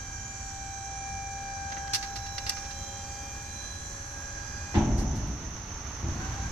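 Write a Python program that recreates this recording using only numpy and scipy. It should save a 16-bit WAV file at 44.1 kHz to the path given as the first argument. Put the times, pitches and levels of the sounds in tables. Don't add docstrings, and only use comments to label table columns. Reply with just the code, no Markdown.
import sys
import numpy as np
from scipy import signal
from scipy.fft import rfft, irfft
from scipy.io import wavfile

SR = 44100
rng = np.random.default_rng(int(sys.argv[2]) if len(sys.argv) > 2 else 0)


def bounce(signal):
    frames = np.transpose(np.atleast_2d(signal))
    limited = np.clip(frames, -1, 1)
    pcm = np.round(limited * 32767).astype(np.int16)
    wavfile.write(sys.argv[1], SR, pcm)


N = 287091
T = np.arange(N) / SR
HZ = np.fft.rfftfreq(N, 1 / SR)

SHUT_S, RESTART_S = 4.76, 6.0
LIFT_HZ = 60.29
# frequency in Hz, density in dB per Hz.
HISS_SPECTRUM = [(400, -103), (1500, -91), (2300, -97), (3700, -101), (4400, -86.5), (5200, -103),
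                 (7200, -82), (8600, -102), (10000, -121), (12800, -111)]
# frequency in Hz, left minus right in dB.
PUMP_PAN = [(500, 2), (1600, 0), (3200, -1), (4100, -4), (4800, -9), (5800, -7), (6500, -2), (7200, 7),
            (8200, 12), (9600, 10), (11500, 3), (12800, 8)]


def amp(db):
    return 10 ** (np.asarray(db) / 20)


def value_at(points, hz):
    f, value = np.transpose(points)
    return np.interp(np.log(hz + 1), np.log(f + 1), value)


def sides(pan_db):
    pair = np.array([amp(pan_db / 2), amp(-pan_db / 2)]).reshape(2, -1)
    return pair / np.sqrt(np.mean(pair ** 2, axis=0))


def pan_by_frequency(x, pan):
    return irfft(rfft(x) * sides(value_at(pan, HZ)), N)


def add(mix, start_s, sound):
    part = mix[:, round(start_s * SR):][:, :sound.shape[1]]
    part += sound[:, :part.shape[1]]


def wander(rate_hz):
    count = 1000
    hz = np.fft.rfftfreq(count, N / SR / count)
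    curve = irfft(rfft(rng.standard_normal(count)) / (1 + (hz / rate_hz) ** 2), count)
    return np.interp(T, np.linspace(0, T[-1], count), curve / curve.std())


def noise(spectrum, size=N, alike_hz=750):
    hz = np.fft.rfftfreq(size, 1 / SR)
    mid, side = rfft(rng.standard_normal((2, size)))
    width = np.arctan(hz / alike_hz) / 2
    mid, side = mid * np.cos(width), side * np.sin(width)
    pair = np.array([mid + side, mid - side])
    return irfft(pair * amp(value_at(spectrum, hz)) * np.sqrt(SR / 2), size)


def shaft_rate():
    climb_hz_per_s, easing_hz_per_s2, rerun_hz = .29, .029, 61.3
    coast_s, spin_up_s = 1.0, 0.072
    lifted_s = np.minimum(T, SHUT_S)
    lifting = LIFT_HZ + climb_hz_per_s * lifted_s + easing_hz_per_s2 * lifted_s ** 2
    coasting = np.exp(-(T - lifted_s) / coast_s)
    rerun = rerun_hz * (1 - np.exp(-np.maximum(T - RESTART_S, 0) / spin_up_s))
    return np.maximum(lifting * coasting, rerun)


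def rasp(shaft):
    turn_size, steps = round(SR / LIFT_HZ), 32768
    position = (shaft / (2 * np.pi) * steps).astype(int) % steps
    layers = []
    for _ in range(3):
        one_turn = signal.resample(noise(HISS_SPECTRUM, size=turn_size), steps, axis=1)
        layers.append(one_turn[:, position] * wander(rate_hz=0.97))
    return sum(layers) / np.sqrt(len(layers))


def pump_hiss(shaft, speed):
    start_db, ease_db_per_s = 0.6, -0.24
    rasp_share = .45
    effort = (speed / speed.max()) ** 3 * amp(start_db + ease_db_per_s * np.minimum(T, SHUT_S))
    friction = np.sqrt(1 - rasp_share) * noise(HISS_SPECTRUM) + np.sqrt(rasp_share) * rasp(shaft)
    return pan_by_frequency(friction, PUMP_PAN) * effort * (1 + 0.1 * np.cos(shaft))


def partial_gain(order, db, swells=()):
    power = (amp(db) * sides(value_at(PUMP_PAN, order * LIFT_HZ))) ** 2
    for peak_s, half_s, swell_db, pan_db in swells:
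        bell = np.exp(-((T - peak_s) / half_s) ** 2)
        power = power + (amp(swell_db) * sides(pan_db) * bell) ** 2
    return np.sqrt(power)


def partial(angle, hz, scatter, rough=0):
    # frequency in Hz, lead in radians.
    left_lead = [(550, 0), (800, .55), (1600, 1.7), (1750, 1.9), (2400, 5.7), (4000, 6.6), (4800, 6.9),
                 (7200, 13.2), (13000, 19.5)]
    lead = value_at(left_lead, hz) / 2
    direct = np.exp([[1j * lead], [-1j * lead]])
    drift = np.array([wander(rate_hz=1.5) + 1j * wander(rate_hz=1.5) for _ in range(2)]) / np.sqrt(2)
    paths = (direct + scatter * drift) / np.sqrt(1 + scatter ** 2)
    if rough:
        flutter = wander(rate_hz=45) + 1j * wander(rate_hz=45)
        paths = paths * (1 + rough * flutter) / np.sqrt(1 + 2 * rough ** 2)
    return np.sqrt(2) * (paths * np.exp(1j * angle)).real


def pump_whine(shaft, speed):
    # time in seconds, level in dB at full speed.
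    tooth_levels = [(0, -56), (.7, -41.5), (1.2, -39.5), (2.1, -41.5), (2.75, -47.5), (3.2, -46.5),
                    (3.75, -60.5), (4.7, -53.5), (6.17, -49), (6.23, -44), (6.32, -49), (6.4, -43),
                    (6.5, -61)]
    # peak time in seconds, half-length in seconds, level in dB, left minus right in dB.
    strong_partials = [dict(order=9, db=-67.5, rough=0.15, swells=[(1.8, 0.49, -60.5, 7),
                       (2.95, 0.55, -57, 7), (4.1, 0.53, -59.5, 11)]),
                       dict(order=26, db=-58.5, rough=0.33, swells=[(.55, 0.62, -52, -13),
                       (1.8, 0.52, -46.5, 19), (3.4, 0.42, -57, 10), (4.35, 0.38, -45.5, -7),
                       (6.25, 0.087, -44, -2), (6.43, .06, -43.5, 0)]),
                       dict(order=27, db=-55, rough=0.31, swells=[(.2, 0.37, -47.5, 2), (.7, .2, -57, -14),
                       (1.25, 0.46, -49.5, 8), (1.8, 0.35, -46.5, -12), (2.45, 0.53, -49, -6),
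                       (3.2, 0.28, -60, -14), (4.7, 0.22, -54, 11), (6.23, 0.026, -45, 0)]),
                       dict(order=28, db=-63.5, rough=.4, swells=[(1.5, 0.67, -55, 8),
                       (3.75, .3, -53.5, -3)]),
                       dict(order=39, db=-62.5, rough=0.17, swells=[(.15, 0.98, -53.5, -12),
                       (1.3, 0.54, -50.5, -4), (2.65, 0.49, -55, 3), (3.25, 0.42, -52, 6),
                       (4.7, 0.18, -55, -18)]),
                       dict(order=52, db=-68, rough=0.19, swells=[(.25, 0.76, -63.5, -6),
                       (1.85, .2, -59.5, -1), (3, 0.45, -59, -2), (3.7, 0.18, -63.5, 2)]),
                       dict(order=65, db=-63.5, rough=0.26, swells=[(1.45, 0.86, -65, 14),
                       (2.3, 0.28, -51, -9), (2.85, 0.25, -51.5, -15), (3.68, 0.22, -51, -15)]),
                       dict(order=78, db=-65.5, rough=0.11, swells=[(1.55, 0.21, -61, -16),
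                       (2.6, .3, -64, -13), (3.35, 0.4, -60.5, -12), (4.55, 0.22, -59, -12)]),
                       dict(order=91, db=-59, rough=.1, swells=[(2.3, 0.88, -51, -14)]),
                       dict(order=117, db=-65, rough=0.3, swells=[(.35, 0.29, -51, 6),
                       (2.95, 0.2, -51.5, 5), (3.3, .18, -53, 14), (3.9, 0.18, -54, 14),
                       (4.25, .16, -53, 7)]), dict(order=130, db=-67, rough=.1, swells=[(.6, .4, -57, 18)]),
                       dict(order=143, db=-68, rough=0.16, swells=[(.05, .15, -65, 15), (1, .25, -65, 15),
                       (2.75, 0.41, -63.5, 15), (3.8, 0.5, -64.5, 18)]),
                       dict(order=156, db=-79, rough=0.12, swells=[(.3, .3, -71, 12), (2.4, .25, -69, 12),
                       (3.3, 0.26, -70, 12), (4.1, 0.17, -70, 12)]),
                       dict(order=208, db=-78, rough=0.2, swells=[(2.6, 0.58, -68.5, 12),
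                       (3.45, 0.38, -68, 15), (4.2, .2, -69, 12)])]
    # order, level in dB before the trim.
    weak_partials = [(5, -70), (7, -71), (11, -70), (22, -70), (24, -67), (54, -70), (58, -72), (66, -68),
                     (81, -71), (82, -71), (104, -58), (182, -79), (195, -79)]
    teeth, top_hz, restarted = 13, speed.max(), T > RESTART_S
    strong_scatter, weak_scatter, weak_trim_db = 0.4, 1, 0.75
    fade_db_per_halving, unload_db_per_s, dull_db_per_octave2 = -20, -220, -0.5
    tooth_db = np.interp(T, *np.transpose(tooth_levels))
    whine = partial_gain(teeth, tooth_db) * partial(teeth * shaft, teeth * top_hz, scatter=0.18)
    voices = [(p["order"], p["db"], p["swells"], strong_scatter, p["rough"]) for p in strong_partials]
    voices += [(order, db + weak_trim_db, (), weak_scatter, 0) for order, db in weak_partials]
    for order, db, swells, scatter, rough in voices:
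        dulling = amp(dull_db_per_octave2 * np.log2(order / teeth) ** 2 * restarted)
        tone = partial(order * shaft, order * top_hz, scatter, rough)
        whine += partial_gain(order, db, swells) * dulling * tone
    unloaded_s = np.where(restarted, 0, np.maximum(T - SHUT_S, 0))
    return whine * amp(fade_db_per_halving * np.log2(top_hz / speed) + unload_db_per_s * unloaded_s)


def pump():
    speed = shaft_rate()
    judder = np.interp(T, [SHUT_S, SHUT_S + .1], [.0006, .01]) * wander(rate_hz=30)
    shaft = 2 * np.pi * np.cumsum(speed * (1 + judder)) / SR
    return pump_hiss(shaft, speed) + pump_whine(shaft, speed)


def outdoor_background():
    # frequency in Hz, density in dB per Hz before the swell.
    rumble_spectrum = [(10, -89), (22, -73), (32, -69), (58, -61.5), (100, -64), (150, -76), (250, -81.5),
                       (450, -102), (1500, -115)]
    wash_spectrum = [(60, -74), (300, -83), (500, -88.5), (900, -84), (1500, -86.5), (2600, -92.5),
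                     (3400, -96), (5000, -97), (7000, -104), (10000, -121), (12000, -112), (13000, -114)]
    # time in seconds, gain in dB.
    background_swell = [(0, 1), (1.2, -0.2), (2, 2), (4, 2.5), (6, 8), (6.25, 10), (6.51, 8.5)]
    swell_db = np.interp(T, *np.transpose(background_swell))
    rumble = noise(rumble_spectrum) * amp(0.18 * swell_db + wander(rate_hz=8))
    wash = noise(wash_spectrum) * amp(swell_db + .5 * wander(rate_hz=8.2))
    return rumble + wash * sides(pan_db=-3.0)


def insects():
    # frequency in Hz, density in dB per Hz.
    chorus_spectrum = [(3500, -120), (5200, -99), (5600, -77.5), (6250, -72), (6600, -77.5), (7000, -104.5),
                       (9000, -125)]
    return noise(chorus_spectrum) * amp(1.06 * wander(rate_hz=33)) * sides(pan_db=-7.0)


def snap(db, t60, tilt_db_per_octave, rise_s=0.0015, pivot_hz=5000):
    # frequency in Hz, density in dB per Hz.
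    burst_spectrum = [(200, -72), (900, -76), (1200, -75), (2000, -63), (3200, -63), (4300, -54),
                      (4700, -56.5), (5300, -52.5), (6000, -54.5), (7200, -65), (9200, -66.5),
                      (10000, -79.5), (11800, -67.5), (13200, -96)]
    # frequency in Hz, relative level in dB.
    hinge_modes = [(870, -38), (1250, -38), (1500, -37), (1980, -35), (2750, -31), (4740, -26), (5650, -31),
                   (9250, -45), (11800, -47)]
    size = 8192
    t, hz = T[:size], np.fft.rfftfreq(size, 1 / SR)
    burst = noise(burst_spectrum, size=size)
    for mode_hz, mode_db in hinge_modes:
        burst += amp(mode_db) * np.sin(2 * np.pi * mode_hz * t + rng.uniform(0, 2 * np.pi, (2, 1)))
    tilt = amp(tilt_db_per_octave * np.log2(np.maximum(hz, 1500) / pivot_hz))
    envelope = amp(db - 60 * t / t60) * (1 - np.exp(-t / rise_s))
    return irfft(rfft(burst) * tilt) * envelope


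def joints():
    # start in seconds, gain in dB, t60 in seconds, brightness in dB per octave.
    hinge_snaps = [(1.719, -19.5, 0.079, -10), (1.767, -23, 0.07, -12), (1.9336, -1, 0.07, 0),
                   (1.9456, 5.5, 0.027, 1), (1.951, -1.5, 0.076, 0.5), (2.0258, -15.5, 0.14, -5),
                   (2.157, -14.5, 0.11, -3), (2.262, -20.5, 0.07, -7), (2.38, -6, 0.043, -4.5),
                   (2.464, -12, 0.12, -4.5), (2.4934, 5.5, 0.024, 3), (2.5, -3, 0.035, -.5),
                   (2.518, -20.5, 0.085, -7), (2.568, -20.5, 0.12, -7.5), (2.645, -27.5, 0.072, -8),
                   (2.708, -18, 0.055, -5)]
    # start in seconds, gain in dB.
    rattles = [(4.974, -17.5), (4.99, -20), (5.152, -23.5), (5.265, -29)]
    # frequency in Hz, left minus right in dB.
    joint_pan = [(600, -8), (2000, 3.5), (4000, -8.5), (7200, 1.5), (11000, 2.5)]
    strain_from_s, strain_to_s, crackle_count, crackle_db = 1.7, 2.74, 24, -20.5
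    out = np.zeros((2, N))
    for start_s, db, t60, brightness in hinge_snaps:
        add(out, start_s, snap(db, t60, brightness))
    for when, weaker in rng.random((crackle_count, 2)):
        start_s = strain_from_s + when * (strain_to_s - strain_from_s)
        add(out, start_s, snap(crackle_db - 10 * weaker, t60=0.023, tilt_db_per_octave=-8))
    for start_s, db in rattles:
        add(out, start_s, snap(db, t60=0.15, tilt_db_per_octave=5.5, rise_s=0.013))
    return pan_by_frequency(out, joint_pan)


def yard_echoes(x, wet_db=-18, t60=.4, echoes_per_s=2000, predelay_s=.008):
    t = T[:SR // 2]
    taps = rng.standard_normal((2, len(t))) * (rng.random((2, len(t))) < echoes_per_s / SR)
    taps *= (t > predelay_s) * amp(-60 * t / t60)
    return x + amp(wet_db) * signal.fftconvolve(x, taps / np.linalg.norm(taps[0]), axes=1)[:, :N]


def body_ring(push_db=-13, push_hz=75, push_t60=0.052, rise_s=0.00072):
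    # frequency in Hz, density in dB per Hz, t60 in seconds.
    panel_modes = [(20, -82, 1.7), (49, -37, 1.9), (120, -48.5, 2.37), (326, -56.5, 1.68),
                   (484, -69.5, 1.7), (800, -63, 1.44), (1150, -71.5, 0.74), (2130, -76, 0.95),
                   (3460, -69.5, 0.42), (6000, -70, 0.23), (9800, -105, .1)]
    # frequency in Hz, level in dB before the trim, t60 in seconds.
    body_modes = [(34, -23, 1.4), (54, -28, 1.6), (85, -30, 1.1), (110, -27, 1.1), (150, -38, .7),
                  (215, -26, .8), (238, -26, .55), (265, -28, .4), (291, -27, .65), (336, -28, .75),
                  (598, -42, 1.9), (765, -36, .35), (800, -37, .45), (830, -35, .55), (867, -34, .45),
                  (920, -33, .2), (958, -45, .9), (1028, -44, .3), (1610, -44, .4), (1770, -41, .13),
                  (1850, -40, .13), (2010, -37, .14), (2150, -34, .14), (2870, -44, .15), (3400, -43, .15),
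                  (4850, -42, .12)]
    trim_db, build_cycles = -2.5, 0.76
    size = round(1.6 * SR)
    t, panels = T[:size], np.array(panel_modes)
    panel_spectrum, panel_t60 = panels[:, :2], panels[:, ::2]
    hz, frame_s, bands = signal.stft(noise(panel_spectrum, size=size), SR, nperseg=1024)
    decay = amp(-60 * frame_s / value_at(panel_t60, hz)[:, None])
    ring = signal.istft(bands * decay, SR, nperseg=1024)[1][:, :size]
    for mode_hz, db, t60 in body_modes:
        twin_hz = mode_hz + rng.uniform(-1, 1) * min(9, .12 * mode_hz)
        phase = mode_hz / 1500 * rng.standard_normal((2, 1))
        mode = np.sin(2 * np.pi * mode_hz * t + phase)
        twin = 0.42 * np.sin(2 * np.pi * (twin_hz * t + rng.random()) + phase)
        build = 1 - np.exp(-t * mode_hz / build_cycles)
        ring += amp(db + trim_db - 60 * t / t60) * build * (mode + twin)
    ring += amp(push_db - 60 * t / push_t60) * np.sin(2 * np.pi * push_hz * t)
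    return ring * (1 - np.exp(-t / rise_s))


def trailer_blows():
    # start in seconds, gain in dB, low and high edge of the band in Hz.
    blows = [(4.742, -2, 650, 2600), (4.7514, 2.5, 163, 2600), (4.7732, -4, 13, 400),
             (4.852, -7.5, 22, 1200), (4.939, -7.5, 15, 150), (4.985, -4.5, 610, 1270),
             (5.13, -17, 60, 905), (5.25, -18, 33, 508), (6.028, -10, 450, 800), (6.036, -8, 63, 169),
             (6.08, -4.5, 99, 135), (6.159, -11.5, 150, 220), (6.416, -14.5, 43, 129)]
    out = np.zeros((2, N))
    for start_s, db, low_hz, high_hz in blows:
        ring = signal.lfilter(*signal.butter(1, low_hz, "high", fs=SR), body_ring())
        ring = signal.lfilter(*signal.butter(2, high_hz, fs=SR), ring)
        add(out, start_s, amp(db) * ring)
    return out


def scene():
    return pump() + yard_echoes(joints()) + trailer_blows() + outdoor_background() + insects()


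def record(dry, cutoff_hz=13150):
    lowpass = signal.firwin(511, cutoff_hz, window=("kaiser", 9), fs=SR)
    return signal.oaconvolve(dry, lowpass[None], "same")


dry = scene()
out = record(dry)
bounce(out)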